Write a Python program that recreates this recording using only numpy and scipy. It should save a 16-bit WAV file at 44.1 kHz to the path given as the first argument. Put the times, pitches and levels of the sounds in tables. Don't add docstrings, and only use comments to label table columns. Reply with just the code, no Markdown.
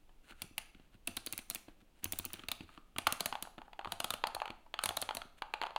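import sys
import numpy as np
from scipy import signal
from scipy.fft import rfft, irfft, next_fast_len
from scipy.io import wavfile

SR = 44100
rng = np.random.default_rng(int(sys.argv[2]) if len(sys.argv) > 2 else 0)


def put_to_file(sound):
    columns = np.atleast_2d(sound).T
    safe = np.clip(columns, -1, 1)
    whole_steps = np.round(safe * 32767)
    wavfile.write(sys.argv[1], SR, whole_steps.astype(np.int16))


N = 254879
TAPS = 2048
HZ = np.fft.rfftfreq(TAPS, 1 / SR)
AGE = np.arange(TAPS) / SR

# start t/s, paper tension/0-1, zing level re slip or ride/dB before trim,
# first jolt level/dB before trim, first boom gain/dB
TURNS = [(0.3, 0, -9, -49.5, -12), (1.0, .17, -6, -44, -3), (2.0, .1, 1.5, -43, 1), (2.9, .62, -8, -41, -9),
         (3.85, 1, -14, -46, -4), (4.75, .9, -14, -46.5, 0)]
# slip t/s, wait until the pawl lands/s, slip level/dB, landing level/dB, ring f/Hz
TEETH = [(0.4186, 0, -39.5, -40, 2630), (0.5797, 0, -37.5, -34.5, 2600), (1.0728, .002, -36, -34.5, 2640),
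         (1.1672, .003, -38.5, -36, 4200), (1.2626, .0067, -39, -39, 4410),
         (1.3251, .0072, -37, -42.5, 2440), (1.3778, .011, -37.5, -45, 2400),
         (1.4998, .009, -34.5, -43, 4120), (1.5477, .0087, -37, -42, 2300),
         (2.0426, .012, -35.5, -47, 3050), (2.1224, .0102, -36, -47, 3750),
         (2.1877, .0086, -36.5, -48, 3940), (2.2514, .007, -39.5, -47, 2740),
         (2.3321, .006, -44, -43, 2370), (2.4843, .0006, -49, -35.5, 2620), (2.5155, 0, -42.5, -32.5, 3780),
         (2.9833, 0, -38.5, -32.5, 2660), (3.0702, .0015, -35, -32, 3120), (3.1237, 0, -33, -36, 2900),
         (3.2056, 0, -37, -32.5, 4300), (3.2582, 0, -33, -33, 4270), (3.4244, 0, -39, -41, 4300),
         (3.9204, 0, -41.5, -36.5, 2960), (4.0017, 0, -39, -34.5, 3030), (4.0432, 0, -38.5, -34, 3140),
         (4.1046, 0, -38, -34, 3570), (4.1378, 0, -42.5, -37.5, 3110), (4.2697, 0, -49, -38, 4540),
         (4.3477, 0, -44.5, -40, 4380), (4.8368, 0, -33, -33, 3860), (4.8577, 0, -33, -33.5, 2620),
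         (4.8898, 0, -42, -34, 3330), (4.9684, .0025, -37, -33, 3830), (5.0159, .0077, -35.5, -36, 3500),
         (5.149, 0, -41, -47, 3360), (5.1693, 0, -43, -39, 4000)]


def amp(db):
    return 10 ** (np.asarray(db) / 20)


def evened(x):
    return x / np.sqrt(np.mean(x ** 2) + 1e-20)


def read(points, hz):
    f, value = np.transpose(points)
    return np.interp(np.log(hz + 1), np.log(f + 1), value)


def add(mix, s, sound):
    part = mix[max(round(s * SR), 0):][:len(sound)]
    part += sound[:len(part)]


def shaped(x, points):
    size = next_fast_len(N, True)
    gain = amp(read(points, np.fft.rfftfreq(size, 1 / SR)))
    return evened(irfft(rfft(x, size) * gain, size)[:N])


def colour(points):
    return read(points, HZ) - 60 * np.log10(np.maximum(HZ / points[-1][0], 1))


def peak(hz, width_hz, added_db):
    return 10 * np.log10(1 + amp(added_db) ** 2 / (1 + (2 * (HZ - hz) / width_hz) ** 2))


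def causal(response_db):
    cepstrum = irfft(response_db * np.log(10) / 20)
    cepstrum[1:TAPS // 2] *= 2
    cepstrum[TAPS // 2 + 1:] = 0
    return np.exp(rfft(cepstrum))


def sized(sound, db):
    click_s = .005
    return amp(db) * evened(sound) * np.sqrt(click_s * SR / TAPS)


def ring(push, body, db):
    return sized(irfft(rfft(push) * body), db)


def chatter(decay, rise, linger_db=-14, linger_s=0.0036):
    swell = 1 - np.exp(-(AGE / rise) ** 2)
    dying = np.exp(-AGE / max(decay, 1e-4))
    lingering = amp(linger_db) * np.exp(-AGE / linger_s)
    return rng.standard_normal(TAPS) * swell * np.hypot(dying, lingering)


def blow(decay, rise, scatter):
    push = scatter * evened(chatter(decay, rise)) / np.sqrt(TAPS)
    push[round(rise * SR)] += 1
    return push


def turn_at(s):
    return TURNS[max(sum(turn[0] <= s for turn in TURNS) - 1, 0)]


def through_turns():
    boom_ease_db_per_s = 18
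    starts, tension, _, _, boom_db = np.transpose(TURNS)
    t = np.arange(N) / SR
    turn = np.maximum(np.searchsorted(starts, t) - 1, 0)
    since_start = np.maximum(t - starts[turn], 0)
    return tension[turn], boom_db[turn] - boom_ease_db_per_s * since_start


def background():
    # f/Hz, relative level/dB per Hz
    hiss_colour = [(40, -5), (70, -3.5), (170, -5), (280, -3), (430, -10), (800, -12.5), (1200, -17),
                   (2000, -20.5), (2700, -17), (4300, -23.5), (5500, -27), (10000, -28), (16000, -30.5)]
    # f/Hz, relative level/dB per Hz
    rumble_colour = [(3, -22), (7, -0.5), (21, 3.5), (43, -10), (70, -15), (100, -36), (150, -67)]
    hiss = amp(-72) * shaped(rng.standard_normal(N), hiss_colour)
    rumble = amp(-62.5) * shaped(rng.standard_normal(N), rumble_colour)
    return hiss + rumble


def creaks():
    # t/s, hollow knock level/dB before trims, knock f/Hz, crack level/dB
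    slips = [(0.0925, -64, 790, -71), (0.3218, -54, 1450, -63), (0.747, -68, 1420, -59.5),
             (0.797, -67, 614, -68), (1.683, -56, 620, -62.5), (2.0548, -45.5, 970, -46),
             (2.1326, -50, 690, -46.5), (2.1963, -49, 1000, -49), (2.244, -52, 1300, -54),
             (2.3032, -56.5, 1270, -56), (2.3932, -52, 1230, -48.5), (2.4358, -51, 1340, -52),
             (2.607, -56, 820, -49), (2.691, -54.5, 1230, -63), (2.776, -50, 1210, -56),
             (2.9622, -44, 1210, -47), (3.0687, -25, 1255, -28), (3.0715, -27, 1300, -34),
             (3.3256, -35.5, 850, -41), (3.3534, -38.5, 860, -42.5), (3.4513, -48.5, 795, -60),
             (3.4724, -49, 750, -62), (3.5807, -44.5, 850, -54.5), (3.586, -49, 750, -57),
             (3.6167, -48, 900, -56), (3.6798, -53.5, 840, -74), (3.7312, -49.5, 880, -53),
             (3.7917, -39, 800, -46), (3.812, -50, 830, -59), (3.8464, -41.5, 1210, -46),
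             (3.8558, -40, 880, -53), (3.8729, -42, 1030, -53), (4.2387, -27.5, 875, -33),
             (4.3657, -38.5, 820, -60), (4.4007, -47, 810, -44), (4.4178, -33.5, 837, -42),
             (4.456, -39.5, 890, -43), (4.4782, -43, 834, -46.5), (4.503, -44.5, 774, -44),
             (4.663, -56, 870, -72), (4.7404, -37, 865, -38), (4.7901, -33.5, 1274, -35),
             (4.9068, -38.5, 830, -50), (5.09, -36, 850, -37), (5.1085, -35, 870, -42),
             (5.2173, -42, 1360, -45), (5.4207, -34.5, 848, -39.5), (5.5378, -31, 874, -34),
             (5.6152, -34, 870, -37), (5.6257, -37, 880, -44), (5.6354, -37, 895, -40),
             (5.6398, -38, 890, -52), (5.6525, -42, 875, -52), (5.6626, -42.5, 870, -50),
             (5.6672, -37, 1000, -46), (5.7063, -45, 855, -54), (5.7615, -30.5, 870, -37)]
    # f/Hz, relative level/dB
    knock_colour = [(100, -36.5), (180, -29.5), (320, -14), (480, -10.5), (800, 1), (1050, -2),
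                    (1350, -2.5), (1650, -7), (2000, -21.5), (3200, -43.5)]
    # f/Hz, relative level/dB
    crack_colour = [(1200, -28), (2000, -4), (2650, 0), (3300, -1.5), (3800, -9), (4400, -6.5), (5200, -25),
                    (7000, -42.5)]
    # f/Hz, relative level/dB
    crisp_colour = [(3500, -33), (5500, -6.5), (6700, 6), (7700, 0.5), (10000, -0.5), (13000, -7),
                    (16000, -11)]
    firm_decay_s, firm_db, db_per_halving = .00073, -38, 17
    fibres_db = -19
    hollow_hz, hollow_db_per_octave = 900, -7
    out = np.zeros(N)
    spool, sheet, fibres = (causal(colour(part)) for part in (knock_colour, crack_colour, crisp_colour))
    hollow = (1 - np.exp(-AGE / 0.00077)) * np.exp(-AGE / 0.0021)
    for s, knock_db, knock_hz, crack_db in slips:
        decay = firm_decay_s * 2 ** ((firm_db - knock_db) / db_per_halving)
        miss_db = hollow_db_per_octave * max(np.log2(knock_hz / hollow_hz), 0)
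        knock = blow(decay * 2.7, rise=0.00049, scatter=2.7)
        add(out, s, ring(knock, spool, knock_db - 2.8 + miss_db))
        add(out, s, sized(np.sin(2 * np.pi * knock_hz * AGE) * hollow, knock_db - 2.2))
        add(out, s, ring(blow(decay * 1.7, rise=.0005, scatter=2.05), sheet, crack_db))
        add(out, s, ring(chatter(decay * 1.5, rise=0.00032), fibres, crack_db + fibres_db))
    return out


def grains(per_s, spread_db, smooth):
    sizes = amp(spread_db * np.minimum(rng.exponential(1, N), 4))
    ticks = (rng.random(N) < per_s / SR) * rng.standard_normal(N) * sizes
    return evened(ticks) + smooth * rng.standard_normal(N)


def slide():
    # middle t/s, length/s, rub level/dB, hiss level/dB
    drags = [(0.254, 0.067, -70, -78), (0.305, 0.075, -57, -69), (0.41, 0.2, -68, -77), (.82, .3, -78, -94),
             (0.944, .06, -68, -84), (1.694, 0.08, -69, -83), (1.812, 0.033, -69.5, -84),
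             (1.985, .1, -73, -81), (2.035, 0.025, -53.5, -72), (2.168, 0.23, -66, -68),
             (2.37, .24, -61.5, -73), (2.634, .021, -63, -73), (2.737, 0.22, -66.5, -79),
             (3.204, 0.022, -48, -58), (3.659, .027, -69, -95), (3.91, 0.13, -62, -73),
             (4.827, 0.046, -57, -67), (5.385, .04, -63, -73)]
    # f/Hz, relative level/dB per Hz
    rub_colour = [(200, -17), (400, -6.5), (800, -2.5), (1100, -5), (1500, 3.5), (1900, -3.5), (2700, 1.5),
                  (3400, -4.5), (4200, -5.5), (5500, -27.5)]
    # f/Hz, relative level/dB per Hz
    hiss_colour = [(3500, -18), (6000, 1), (9500, 5), (13000, -10), (16000, -7)]
    creep_s, creep_lead_s = .12, .035
    creep_rub_db, creep_hiss_db, creep_snap_db = -32, -38, -36
    rub, hiss, creep = np.zeros((3, N))
    for middle, length, rub_db, hiss_db in drags:
        stroke = np.hanning(max(round(length * SR), 8))
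        add(rub, middle - length / 2, amp(rub_db) * stroke)
        add(hiss, middle - length / 2, amp(hiss_db) * stroke)
    for s, _, slip_db, _, _ in TEETH:
        add(creep, s - creep_lead_s, amp(slip_db) * np.hanning(round(creep_s * SR)))
    rub = np.hypot(rub, amp(creep_rub_db) * creep)
    hiss = np.hypot(hiss, amp(creep_hiss_db) * creep)
    fibres = grains(per_s=1300, spread_db=2.8, smooth=0.7)
    snapping = grains(per_s=120, spread_db=2.3, smooth=0.1)
    snaps = amp(creep_snap_db) * creep * shaped(snapping, hiss_colour)
    return rub * shaped(fibres, rub_colour) + hiss * shaped(fibres, hiss_colour) + snaps


def jolts():
    # t/s, level/dB before trim
    shifts = [(0.31, -56), (0.441, -50), (0.51, -56), (.75, -55), (0.797, -58), (.945, -55), (1.09, -46),
              (1.681, -49.5), (1.821, -59), (2.033, -50), (2.39, -52), (2.437, -52), (2.606, -43),
              (2.633, -51), (2.777, -52), (2.96, -49), (3.322, -51), (3.579, -49), (3.87, -47.5),
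              (4.5, -47), (5.25, -55)]
    ease_db_per_s = 15
    for s, wait, *_ in TEETH:
        start, _, _, first_db, _ = turn_at(s)
        yield s + wait, first_db - ease_db_per_s * (s - start)
    yield from shifts


def bumps():
    # f/Hz, relative level/dB
    body_colour = [(30, -20), (65, -6), (98, -0.5), (140, -7), (240, 0), (320, -3.5), (430, -14),
                   (800, -35)]
    out, body = np.zeros(N), causal(colour(body_colour))
    for s, db in jolts():
        add(out, s, ring(blow(decay=0.0082, rise=.001, scatter=0.98), body, db))
    return amp(0.5) * out


def boom(thuds):
    t = np.arange(SR // 2) / SR
    mode = np.sin(2 * np.pi * 96 * t) * np.exp(-t / .035)
    _, boom_db = through_turns()
    freedom = amp(boom_db)
    return amp(-50) * signal.fftconvolve(thuds * freedom, mode)[:N]


def pawl_contacts():
    ride_lead_s, ride_decay_s, ride_slack_db, ride_taut_db = .003, .0016, -36, -19
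    slip_decay_s, slip_case_db, slip_ring_db = .0008, -18, -9
    land_slack_s, land_taut_s, land_fizz_db, land_zing_db = .0014, .0009, -8, -23
    case_slack_db, case_taut_db = -11.5, -1
    for s, wait, slip_db, land_db, ring_hz in TEETH:
        _, tension, zing_db, _, _ = turn_at(s)
        taut = np.clip(tension, 0, 1)
        case_db = case_slack_db + taut * (case_taut_db - case_slack_db)
        land_decay = land_slack_s + taut * (land_taut_s - land_slack_s)
        ride_db = slip_db + ride_slack_db + taut * (ride_taut_db - ride_slack_db)
        for at, decay, db in ((s - ride_lead_s, ride_decay_s, ride_db), (s, slip_decay_s, slip_db)):
            yield at, decay, db + slip_case_db, db + slip_ring_db, ring_hz, db, db + zing_db
        yield (s + max(wait, 0), land_decay, land_db + case_db, land_db, ring_hz,
               land_db + land_fizz_db, land_db + land_zing_db)


def ratchet():
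    # f/Hz, relative level/dB
    case_colour = [(200, -21.5), (420, -13), (560, -6), (700, 0.5), (950, -4.5), (1300, -3.5), (1700, -10),
                   (2300, -31.5)]
    # f/Hz, relative level/dB
    spring_colour = [(1100, -20), (1750, -7), (2600, -0.5), (3400, -0.5), (4400, -0.5), (4900, -6.5),
                     (5600, -35), (8000, -51)]
    # f/Hz, relative level/dB
    edge_colour = [(4000, -22), (5400, -8), (6600, -3), (7500, -6), (9000, 0), (10500, 3), (12000, -6.5),
                   (13300, 0), (15000, -20)]
    # f/Hz, relative level/dB
    tip_colour = [(10000, -26), (13000, -20), (14200, -14), (15200, -1), (15900, -14), (17000, -23)]
    out, spring_db = np.zeros(N), colour(spring_colour)
    case, edges, tip = (causal(colour(part)) for part in (case_colour, edge_colour, tip_colour))
    for s, decay, case_db, ring_db, ring_hz, fizz_db, zing_db in pawl_contacts():
        spring = causal(spring_db + peak(ring_hz, width_hz=420, added_db=6.5))
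        zing = chatter(decay * 1.3, rise=0.00053, linger_db=-21)
        add(out, s, ring(blow(decay * 3.4, rise=0.00057, scatter=3.5), case, case_db))
        add(out, s, ring(chatter(decay * 2.16, rise=0.00047), spring, ring_db))
        add(out, s, ring(chatter(decay * 2.0, rise=0.00052), edges, fizz_db))
        add(out, s, ring(zing, tip, zing_db + 0.87))
    return amp(-0.6) * out


def metal(clicks):
    # f/Hz, relative level/dB, t60/s
    parts = [(695, -24, 0.33), (1250, -40, .3), (2720, -31, 0.24), (3950, -34, .25), (9620, -47, .3)]
    t = np.arange(SR) / SR
    modes = sum(amp(db - 60 * t / t60) * np.sin(2 * np.pi * hz * t) for hz, db, t60 in parts)
    return amp(-32) * signal.fftconvolve(clicks, modes)[:N]


def spindle(clicks):
    centre_hz, spread_hz, t60_s, level_db, taut_db = 5980, 170, .65, -62, -15
    t = np.arange(SR) / SR
    pitches = centre_hz + spread_hz * rng.uniform(-1, 1, size=(8, 1))
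    cluster = evened(np.sin(2 * np.pi * pitches * t).sum(0))
    modes = cluster * amp(level_db - 60 * t / t60_s)
    tension, _ = through_turns()
    return signal.fftconvolve(clicks * amp(taut_db * tension), modes)[:N]


def room(x):
    # f/Hz, t60/s
    decay_times = [(100, 0.02), (300, 0.68), (1000, 0.41), (3500, 0.48), (9000, 0.31), (16000, 0.47)]
    # f/Hz, relative level/dB
    answer_colour = [(100, -4.5), (400, -6.5), (900, -2.5), (1400, -1.5), (2000, -5.5), (4000, -8.5),
                     (6000, -3), (9000, -6), (13000, -12.5), (15500, -18.5)]
    t = np.arange(SR) / SR
    onset = np.clip((t - .004) / 0.0041, 0, 1)
    taps = rng.standard_normal(SR) * (rng.random(SR) < .15) * onset
    hz, t, bands = signal.stft(taps, SR, nperseg=256)
    fade = amp(-60 * t / read(decay_times, hz)[:, None])
    tail = signal.istft(bands * fade, SR, nperseg=256)[1][:SR]
    gain = amp(read(answer_colour, np.fft.rfftfreq(SR, 1 / SR)))
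    tail = irfft(rfft(tail / np.linalg.norm(tail)) * gain, SR)
    return signal.fftconvolve(x, tail)[:N]


def scene():
    clicks, paper, thuds = ratchet(), creaks(), bumps()
    forward = room(amp(-9.5) * clicks + amp(-10) * paper + amp(-6) * thuds)
    sideways = room(amp(-8.5) * ratchet() + amp(-9.5) * creaks())
    direct = clicks + paper + thuds + boom(thuds) + metal(clicks) + spindle(clicks) + slide()
    return (direct + forward + sideways + background())[None]


def record(dry):
    low_pass = signal.firwin(255, 16300, window=("kaiser", 9), fs=SR)
    return signal.oaconvolve(dry, low_pass[None], "same")


dry = scene()
out = record(dry)
put_to_file(out)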